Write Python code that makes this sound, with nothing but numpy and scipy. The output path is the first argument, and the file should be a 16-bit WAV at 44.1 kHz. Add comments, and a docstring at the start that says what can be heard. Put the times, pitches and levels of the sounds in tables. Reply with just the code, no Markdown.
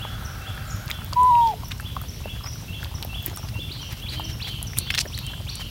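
"""Outdoors among echoing trees, a puppy laps milk from a shallow plastic dish: wet clicks of short ringing pops
and fizzes of filtered noise. Another whines once and grunts (gliding sines), and sniffs (swelling noise).
Small birds whistle in gliding sines and a far cock crows as noise through throat resonances. A slow one-cylinder
engine thumps in the distance as filtered pulses, over hissing leaves and insects; the image is almost mono."""
import sys
import numpy as np
from scipy import signal
from scipy.fft import rfft, irfft, next_fast_len
from scipy.io import wavfile
from scipy.ndimage import uniform_filter1d

SR = 44100
rng = np.random.default_rng(int(sys.argv[2]) if len(sys.argv) > 2 else 0)


def wav_out(sig):
    """Save sig, one row per channel (or a flat mono array), as 16-bit PCM at SR to the path in sys.argv[1]."""
    wavfile.write(sys.argv[1], SR, np.round(np.clip(np.atleast_2d(sig).T, -1, 1) * 32767).astype(np.int16))


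N = 251370

# Wet clicks of tongue, lips and milk. Each row: start in seconds, level in dB, cavity pitch in Hz.
CLICKS = [(0.051, -22, 866), (0.578, -26, 1660), (.7637, -26, 12600), (0.86, -25, 12000), (0.88, -22, 4480),
          (0.8999, -19, 2320), (.9044, -17, 13700), (0.9073, -19.5, 2095), (0.9136, -10.5, 3570),
          (1.018, -29, 1400), (1.0463, -19.5, 14800), (1.128, -22.5, 1090), (1.133, -15.5, 4760),
          (1.2332, -20.5, 8660), (1.353, -22.5, 2740), (1.474, -21.5, 4600), (1.634, -27.5, 1020),
          (1.685, -24, 14100), (1.7183, -18, 3700), (1.7989, -23.5, 1600), (1.8076, -24.5, 11300),
          (1.9661, -18.5, 1100), (2.0145, -32, 1280), (2.0163, -21, 14000), (2.2572, -21, 614),
          (2.443, -29, 1150), (2.408, -33, 1240), (2.557, -35.5, 1400), (2.941, -33.5, 1017),
          (3.43, -33.5, 1350), (3.705, -32.5, 350), (2.555, -32, 12500), (4.771, -21, 2720),
          (2.83, -23.5, 1650), (2.84, -25, 13000), (2.846, -21.5, 3760), (3.027, -15, 4000),
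          (3.026, -21, 12060), (3.0317, -21, 3200), (3.0487, -19, 13500), (3.05, -26.5, 676),
          (3.227, -24, 14000), (3.262, -5, 14200), (3.28, -27, 323), (3.362, -19, 13500),
          (3.3732, -17, 8350), (3.373, -29, 1200), (3.556, -33, 1000), (3.59, -28, 353.4),
          (3.925, -24, 13600), (4.1975, -19.5, 895), (4.196, -25, 14400), (4.473, -26.5, 2120),
          (4.6287, -12, 10500), (4.734, -25.5, 1950), (4.7788, -17, 13300), (4.7866, 0, 9950),
          (4.9021, -20, 2640), (4.9048, -12, 2550), (4.9409, -12, 3260), (4.9492, -20, 3350),
          (4.9522, -30, 3080), (4.955, -21, 2880), (4.9778, -9, 4200), (4.9817, -21, 2970),
          (4.9852, -11.5, 3860), (4.9906, -3.5, 5500), (4.999, -14, 5030), (5.0045, -18, 5200),
          (5.0042, -28, 4750), (5.0077, -17, 5140), (5.0105, -27, 5400), (5.015, -18, 5600),
          (5.052, -28, 570), (5.056, -28, 1770), (5.056, -28.5, 420), (5.062, -25, 570),
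          (5.177, -26.5, 1970), (5.1775, -18.5, 8300), (5.1884, -16.5, 3920), (5.189, -21, 12800),
          (5.2661, -20, 8660), (5.336, -29, 1640), (5.407, -32.5, 546), (5.5554, -15.5, 8700)]
# How long a cavity rings. Each row: cavity pitch in Hz, decay in cycles.
RING_CYCLES = [(800, 1.5), (1100, 3), (3500, 1.8), (9000, 1.3), (13000, 4)]
# Low plops spatter longer. Each row: cavity pitch in Hz, spatter length in ms.
SPATTER_MS = [(1800, 6), (2300, 2.6)]
# Froth fizzing between tongue and dish. Each row: start in seconds, length in seconds, level in dB, centre in Hz.
FIZZES = [(1.132, 0.0064, -47, 5000), (1.706, 0.024, -32, 2770), (2.454, 0.033, -39, 1880),
          (3.48, 0.016, -39, 4070), (4.758, 0.04, -40, 12500), (4.901, 0.013, -22, 3120),
          (4.944, 0.015, -22, 3530), (4.973, 0.022, -21, 4230), (4.999, 0.021, -22, 5840)]
# The whine holds, slips a step, sags and breaks. 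Each row: time in seconds, pitch in Hz, fundamental rms in dB.
WHINE = [(1.155, 978, -43), (1.168, 977, -17.5), (1.205, 999, -14), (1.3, 1004, -15), (1.312, 959.6, -14.5),
         (1.4, 945, -15), (1.47, 909, -18), (1.515, 845, -26), (1.53, 730, -40), (1.54, 724, -26.5),
         (1.553, 612, -68)]
# How the nose passes the overtones of the whine. Each row: frequency in Hz, gain in dB.
NOSE = [(3000, -41), (3700, -33), (4000, -44), (5600, -56), (6800, -46), (7800, -54), (9300, -43),
        (10200, -56)]
# Low closed-mouth grunts. Each row: start in seconds, length in seconds, start pitch in Hz, end pitch in Hz,
# fundamental rms at mid-note in dB.
GRUNTS = [(1.206, 0.062, 477, 410, -44.5), (1.455, 0.13, 470, 426, -46),
          (4.121, 0.226, 300.4, 327.6, -46.5)]
# Soft puffs through a puppy's nose. Each row: start in seconds, length in seconds, level at the crest in dB.
SNIFFS = [(3.889, 0.064, -37.5), (4.097, 0.081, -36.5), (4.277, 0.05, -39), (4.465, 0.042, -34.5),
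          (5.587, 0.048, -36.5)]
# Colour of the nostrils. Each row: frequency in Hz, relative density in dB per Hz.
NOSTRILS = [(900, -14), (2000, -4), (4000, -4), (8000, -17), (15700, -19), (16000, -80)]
# Fur brushing on bark, thin and high. Each row: start in seconds, length in seconds, level at the crest in dB.
RUSTLES = [(1.34, 0.25, -47.5), (2.79, 0.091, -40.5), (3.21, 0.14, -40.5), (3.94, 0.092, -44.5)]
# Colour of the fur. Each row: frequency in Hz, relative density in dB per Hz.
FUR = [(6000, 4.5), (10000, -12), (14500, 1.5), (15700, -16), (16000, -80)]
# Bird note, a chip. Each row: time from its start in seconds, pitch in Hz, level relative to the note in dB.
CHIP = [(0, 5710, 9), (.006, 5950, 12.5), (.011, 5770, 11), (.018, 5150, 18)]
# Bird note, a rising sweep. Each row: time from its start in seconds, pitch in Hz, relative level in dB.
SWEEP = [(0, 2160, -6.5), (.015, 3090, -2), (.03, 4200, 7), (.04, 4990, -3.5)]
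# Bird note, an arch. Each row: time from its start in seconds, pitch in Hz, relative level in dB.
ARCH = [(0, 3000, -22), (.015, 3080, -7), (.04, 3200, -4), (.055, 2850, -3), (.07, 2580, -18)]
# Bird note, a soft lead-in. Each row: time from its start in seconds, pitch in Hz, relative level in dB.
LEAD = [(0, 2690, 1.5), (.044, 2750, -1), (.058, 3080, 4)]
# Bird note, a hook. Each row: time from its start in seconds, pitch in Hz, relative level in dB.
HOOK = [(0, 2930, 3.5), (.012, 3415, 7), (.03, 3430, 1), (.045, 3060, 2)]
# A bird that chips steadily. Each row: start in seconds, note level in dB.
CHIPS = [(0.247, -54.5), (0.696, -56.5), (1.643, -54.5), (2.081, -53), (2.527, -55.5), (2.943, -52),
         (3.379, -55), (3.815, -55), (4.24, -50.5), (4.667, -51.5), (5.072, -53.5), (5.49, -53.5)]
# A bird that sweeps up, then arches. Each row: start in seconds, sweep level in dB, time from the start of the
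# sweep to the arch in seconds, arch level in dB.
SWEEPER = [(3.691, -39.5, 0.091, -34.5), (4.062, -37, 0.087, -32.5), (4.397, -35.5, 0.083, -34),
           (4.758, -37.5, 0.094, -39), (5.119, -39.5, 0.11, -37), (5.466, -37, 0.11, -36)]
# A bird whose lead-in runs into a hook. Each row: start of the hook in seconds, hook level in dB, lead-in level in dB.
HOOKER = [(0.017, -44, -41.5), (0.464, -44.5, -45.5), (.927, -46, -51.5), (1.406, -47.5, -56),
          (1.851, -45, -50), (2.29, -47, -44.5), (2.734, -45, -42.5), (3.143, -43, -43.5),
          (3.591, -42, -43.5), (4.023, -46, -53), (4.444, -42, -53.5), (4.87, -43.5, -48.5),
          (5.281, -45, -47)]
# Single notes of small birds. Each row: start in seconds, length in seconds, start pitch in Hz, end pitch in Hz,
# level at mid-note in dB.
TWEETS = [(0.673, 0.038, 7270, 7180, -52), (0.705, 0.03, 6350, 6810, -44), (2.435, 0.012, 4900, 5350, -38),
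          (2.454, 0.039, 4710, 5770, -38.5), (3.338, 0.029, 5120, 5500, -45.5),
          (4.326, 0.019, 5300, 5500, -42), (4.917, 0.025, 4500, 5500, -41)]
# Throat resonances of the cock. Each row: centre in Hz, width in Hz, gain in dB.
CROW_THROAT = [(632, 59, 5), (770, 42, 8.5), (1333, 150, 10.5), (1466, 43, 8), (1578, 19, 10)]
# Colour of the engine. Each row: frequency in Hz, relative level in dB (per Hz for the rumble).
EXHAUST = [(15, -33), (25, -6), (45, 0), (64, -0.5), (113, -0.5), (241, -19.5), (420, -33.5), (550, -98)]
# Colour of leaves and distance. Each row: frequency in Hz, relative density in dB per Hz.
AIR = [(120, 4.5), (200, 2), (400, -5), (800, -8), (1800, -13), (3200, -7.5), (5500, -13), (7500, -20.5),
       (10000, -18), (14000, -17.5), (15800, -14.5), (16100, -80)]
# Thin band of insects. Each row: frequency in Hz, relative density in dB per Hz.
INSECTS = [(10500, -70), (11200, -4), (11600, -1), (12200, -8), (13000, -74)]


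def lapping():
    """Clicks and fizzes over a faint scattered dribble, with a short scattered echo."""
    out = np.zeros(N)
    for start, db, hz in CLICKS:
        length_ms, cycles = along(SPATTER_MS, hz), along(RING_CYCLES, hz)
        add(out, start, pops(db, hz, length_ms, later_db=-13, cycles=cycles, spread=.25, count=5))
    for start, seconds, db, hz in FIZZES:
        add(out, start, fizz(seconds, db, hz))
    for when, size, pitch in rng.random((700, 3)):
        # low plops and high ticks stand out
        db = -45 - 4 * np.log(size + .07) + 4 * np.cos(2 * np.pi * pitch)
        drip = pops(db, 800 * 19 ** pitch, length_ms=14, later_db=-3, cycles=1.6, spread=.35, count=3)
        add(out, when * N / SR, drip)
    return out + amp(-14) * echoes(out, .055, piece_s=.1)


def pops(db, hz, length_ms, later_db, cycles, spread, count):
    """One wet contact: a first pop with a sharp crack, then weaker ringing pops scattered after it."""
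    t = np.arange(round(.02 * SR)) / SR
    delay_draw, pitch_draw, level_draw = rng.standard_normal((3, count, 1))
    later = np.arange(count)[:, None] > 0  # false for the first pop only
    delay = later * np.abs(delay_draw) * length_ms / 2000
    age = np.clip(t - delay, 0, None)
    pitch = np.minimum(hz * np.exp(spread * pitch_draw * later), SR * .4)
    turns = age * pitch
    swell = (1 - np.exp(-6 * turns)) * np.exp(-turns / cycles)
    gain = amp(later * (2 * level_draw + later_db))
    sound = np.sum(gain * swell * np.sin(2 * np.pi * turns), axis=0)
    first = turns[0]
    crack = np.exp(-4 * first) * np.diff(rng.standard_normal(len(t) + 1))
    sound += .16 * crack
    if hz < 2000:  # the slap of a plop
        sound += .5 * first ** .3 * np.exp(-2.5 * first) * np.sin(5 * np.pi * first)
    return amp(db) * sound / np.abs(sound).max()


def fizz(seconds, db, hz):
    """Dense tiny bursts of uneven size through a broad mouth resonance, with a thin spray on top."""
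    size = round(seconds * SR)
    unevenness = unit(uniform_filter1d(rng.standard_normal(size), 30))
    sparks = rng.standard_normal(size) * amp(5.5 * unevenness)
    low_cut = signal.butter(3, hz / 1.9, "high", fs=SR, output="sos")
    high_cut = signal.butter(3, min(hz * 1.11, SR * .45), fs=SR, output="sos")
    body = signal.sosfilt(np.vstack([low_cut, high_cut]), sparks)
    spray = np.gradient(np.gradient(sparks))
    return amp(db) * np.sqrt(np.hanning(size)) * unit(body + amp(-22) * spray)


def puppy():
    """A nasal whine, almost a pure tone, and soft grunts with one overtone."""
    out = np.zeros(N)
    phase, level = glide(WHINE)
    pitch = np.gradient(phase) * SR / (2 * np.pi)
    overtones = sum(amp(along(NOSE, k * pitch)) * np.sin(k * phase) for k in range(2, 12))
    add(out, WHINE[0][0], level * (np.sin(phase) + overtones))
    for grunt in GRUNTS:
        phase, level = glide(slur(*grunt, bend=1.37, edge_db=-6))
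        add(out, grunt[0], level * (np.sin(phase) + amp(-7.0) * np.sin(2 * phase)))
    return out + amp(-33) * echoes(out, 1.0, piece_s=.1)


def sniffing():
    """A puppy's sniffs and the rustle of its coat, whose hairs catch in little jerks."""
    catches = unit(amp(5 * unit(uniform_filter1d(rng.standard_normal(N), 70))))
    sniffs = puffs(SNIFFS, NOSTRILS, patchy_db=1.5)
    return sniffs + catches * puffs(RUSTLES, FUR, patchy_db=3)


def puffs(events, spectrum, patchy_db):
    """Breathy noise under a smooth swell for each event."""
    swell = np.zeros(N)
    for start, seconds, db in events:
        add(swell, start, amp(db) * np.hanning(round(seconds * SR)))
    return swell * noise(spectrum, patchy_db)


def birds():
    """Whistled notes, each sung a little differently, ringing among the trees."""
    repeated, single = np.zeros((2, N))
    notes = [(CHIP, start, db) for start, db in CHIPS]
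    for start, db, pause, arch_db in SWEEPER:
        notes += [(SWEEP, start, db), (ARCH, start + pause, arch_db)]
    for start, db, lead_db in HOOKER:
        notes += [(LEAD, start - 0.053, lead_db), (HOOK, start, db)]  # lead-in time in seconds
    for shape, start, db in notes:
        phase, level = glide(shape)
        unsteady = amp(db + 2 * flutter(len(phase)))
        detune = rng.normal(1, 0.00758)
        add(repeated, start, unsteady * level * np.sin(phase * detune))
    for tweet in TWEETS:
        phase, level = glide(slur(*tweet, bend=4.2, edge_db=2.5))
        ragged = flutter(len(phase)) * (tweet[2] / 6000) ** 3  # higher voices are rougher
        add(single, tweet[0], level * amp(2 * ragged) * np.sin(phase + ragged / 3))
    return repeated + single + amp(0.7) * echoes(repeated + amp(-3) * single, 0.54, piece_s=0.054)


def flutter(size):
    """Quick unsteadiness of a small voice, rms 1."""
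    return unit(uniform_filter1d(rng.standard_normal(size), 150))


def glide(rows):
    """Phase and envelope of a voiced note from rows (seconds, Hz, rms dB), with soft ends."""
    s, hz, db = np.transpose(rows)
    t = np.arange(s[0], s[-1], 1 / SR)
    ends = np.clip(np.minimum(t - s[0], s[-1] - t) / 0.0028, 0, 1)
    phase = 2 * np.pi * np.cumsum(np.interp(t, s, hz)) / SR
    return phase, np.sqrt(2) * ends * amp(np.interp(t, s, db))


def slur(start, seconds, start_hz, end_hz, db, bend, edge_db):
    """Rows of a short note: pitch moves earlier the greater the bend, level curves by edge_db at both ends."""
    u = np.linspace(0, 1, 9)
    pitch = start_hz + (end_hz - start_hz) * (1 - (1 - u) ** bend)
    return np.transpose([start + u * seconds, pitch, db + edge_db * (2 * u - 1) ** 2])


def cock():
    """So far off that only smeared bands of its rough voice arrive; it holds, then fades."""
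    level_db, hold_s, fade_db_per_s, end_s = -43, 0.91, 55, 1.2
    t = np.arange(N) / SR

    def throat(f):
        """Sum of the throat's resonant bands."""
        return sum(amp(g) * 1j * f * w / (c * c - f * f + 1j * f * w) for c, w, g in CROW_THROAT)

    voice = unit(filtered(rng.standard_normal(N), throat))
    return voice * amp(level_db - fade_db_per_s * np.clip(t - hold_s, 0, None)) * (t < end_s)


def engine():
    """One thump per firing and its echoes off the same far walls, over a rumble that never repeats."""
    firing_hz, first_s = 8.165, .013
    times = first_s + np.arange(int(N / SR * firing_hz) + 1) / firing_hz
    time_draw, level_draw = rng.standard_normal((2, len(times)))
    spots = np.round((times + .0012 * time_draw) * SR).astype(int)  # slightly uneven, in samples
    firings = np.zeros(N)
    firings[np.clip(spots, 0, N - 1)] = amp(0.27 * level_draw)
    t = np.arange(SR // 4) / SR
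    walls = 0.0077 * rng.standard_normal(len(t)) * amp(-60 * t / 0.54) * (t > .015)
    walls[0] = 1  # the direct thump
    echoed = signal.fftconvolve(firings, walls)[:N]
    thumps = unit(filtered(echoed, lambda hz: amp(along(EXHAUST, hz))))
    return amp(-38.5) * thumps + amp(-34.5) * noise(EXHAUST, patchy_db=0.94)


def backdrop():
    """Leaves and distance hiss as patchy noise, with a thin band of insects on top."""
    leaves = noise(AIR, patchy_db=1.6)
    insects = noise(INSECTS, patchy_db=1.2)
    return amp(-43) * leaves + amp(-59.5) * insects


def echoes(x, t60, piece_s):
    """Scattered answer of the surroundings, decaying 60 dB in t60, with a new pattern for each piece of time."""
    out = np.zeros(N)
    t = np.arange(round(t60 * SR)) / SR
    step = round(piece_s * SR)
    for k in range(0, N, step):
        tail = rng.standard_normal(len(t)) * amp(-60 * t / t60) * t / (t + .03 * t60)
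        add(out, k / SR, signal.fftconvolve(x[k:k + step], tail / np.linalg.norm(tail)))
    return out


def noise(spectrum, patchy_db):
    """Coloured noise of rms 1 with patches of random gain over time and frequency."""
    z = signal.stft(rng.standard_normal(N), nperseg=512)[2]
    field = uniform_filter1d(uniform_filter1d(rng.standard_normal(z.shape), 6, 0), 8, 1)
    patchy = signal.istft(z * amp(patchy_db * unit(field)), nperseg=512)[1][:N]
    return unit(filtered(patchy, lambda hz: amp(along(spectrum, hz))))


def filtered(x, response):
    """x times a response of frequency, padded so that the ends do not wrap."""
    m = next_fast_len(N + SR // 2)
    return irfft(rfft(x, m) * response(np.fft.rfftfreq(m, 1 / SR)), m)[..., :N]


def along(points, hz):
    """Reads (Hz, value) points on a log frequency axis."""
    f, v = np.transpose(points)
    return np.interp(np.log(hz + 1), np.log(f + 1), v)


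def amp(db):
    """Decibels to gain."""
    return 10 ** (np.asarray(db) / 20)


def unit(x):
    """Scaled to rms 1."""
    return x / np.sqrt(np.mean(x ** 2) + 1e-20)


def add(track, start, sound):
    """Mixes a sound in at a time in seconds, trimming what falls outside the track."""
    k = round(start * SR)
    sound = sound[max(-k, 0):][:max(len(track) - max(k, 0), 0)]
    track[max(k, 0):][:len(sound)] += sound


def scene():
    """All sources reach both channels alike."""
    mix = lapping() + sniffing() + puppy() + birds() + cock() + engine() + backdrop()
    return np.tile(mix, (2, 1))


def record(dry):
    """Makes the channels differ slightly in the treble; cuts rumble and everything above the band limit."""
    low_cut_hz, top_hz = 38, 16600
    width = [(3500, -100), (5500, -26), (9000, -23)]  # Hz, dB
    apart = filtered(echoes(dry[0], .02, piece_s=.3), lambda hz: amp(along(width, hz)))
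    stereo = dry + np.array([apart, -apart])
    return filtered(stereo, lambda hz: (hz < top_hz) / (1 + (low_cut_hz / (hz + 1)) ** 6))


dry = scene()
out = record(dry)
wav_out(out)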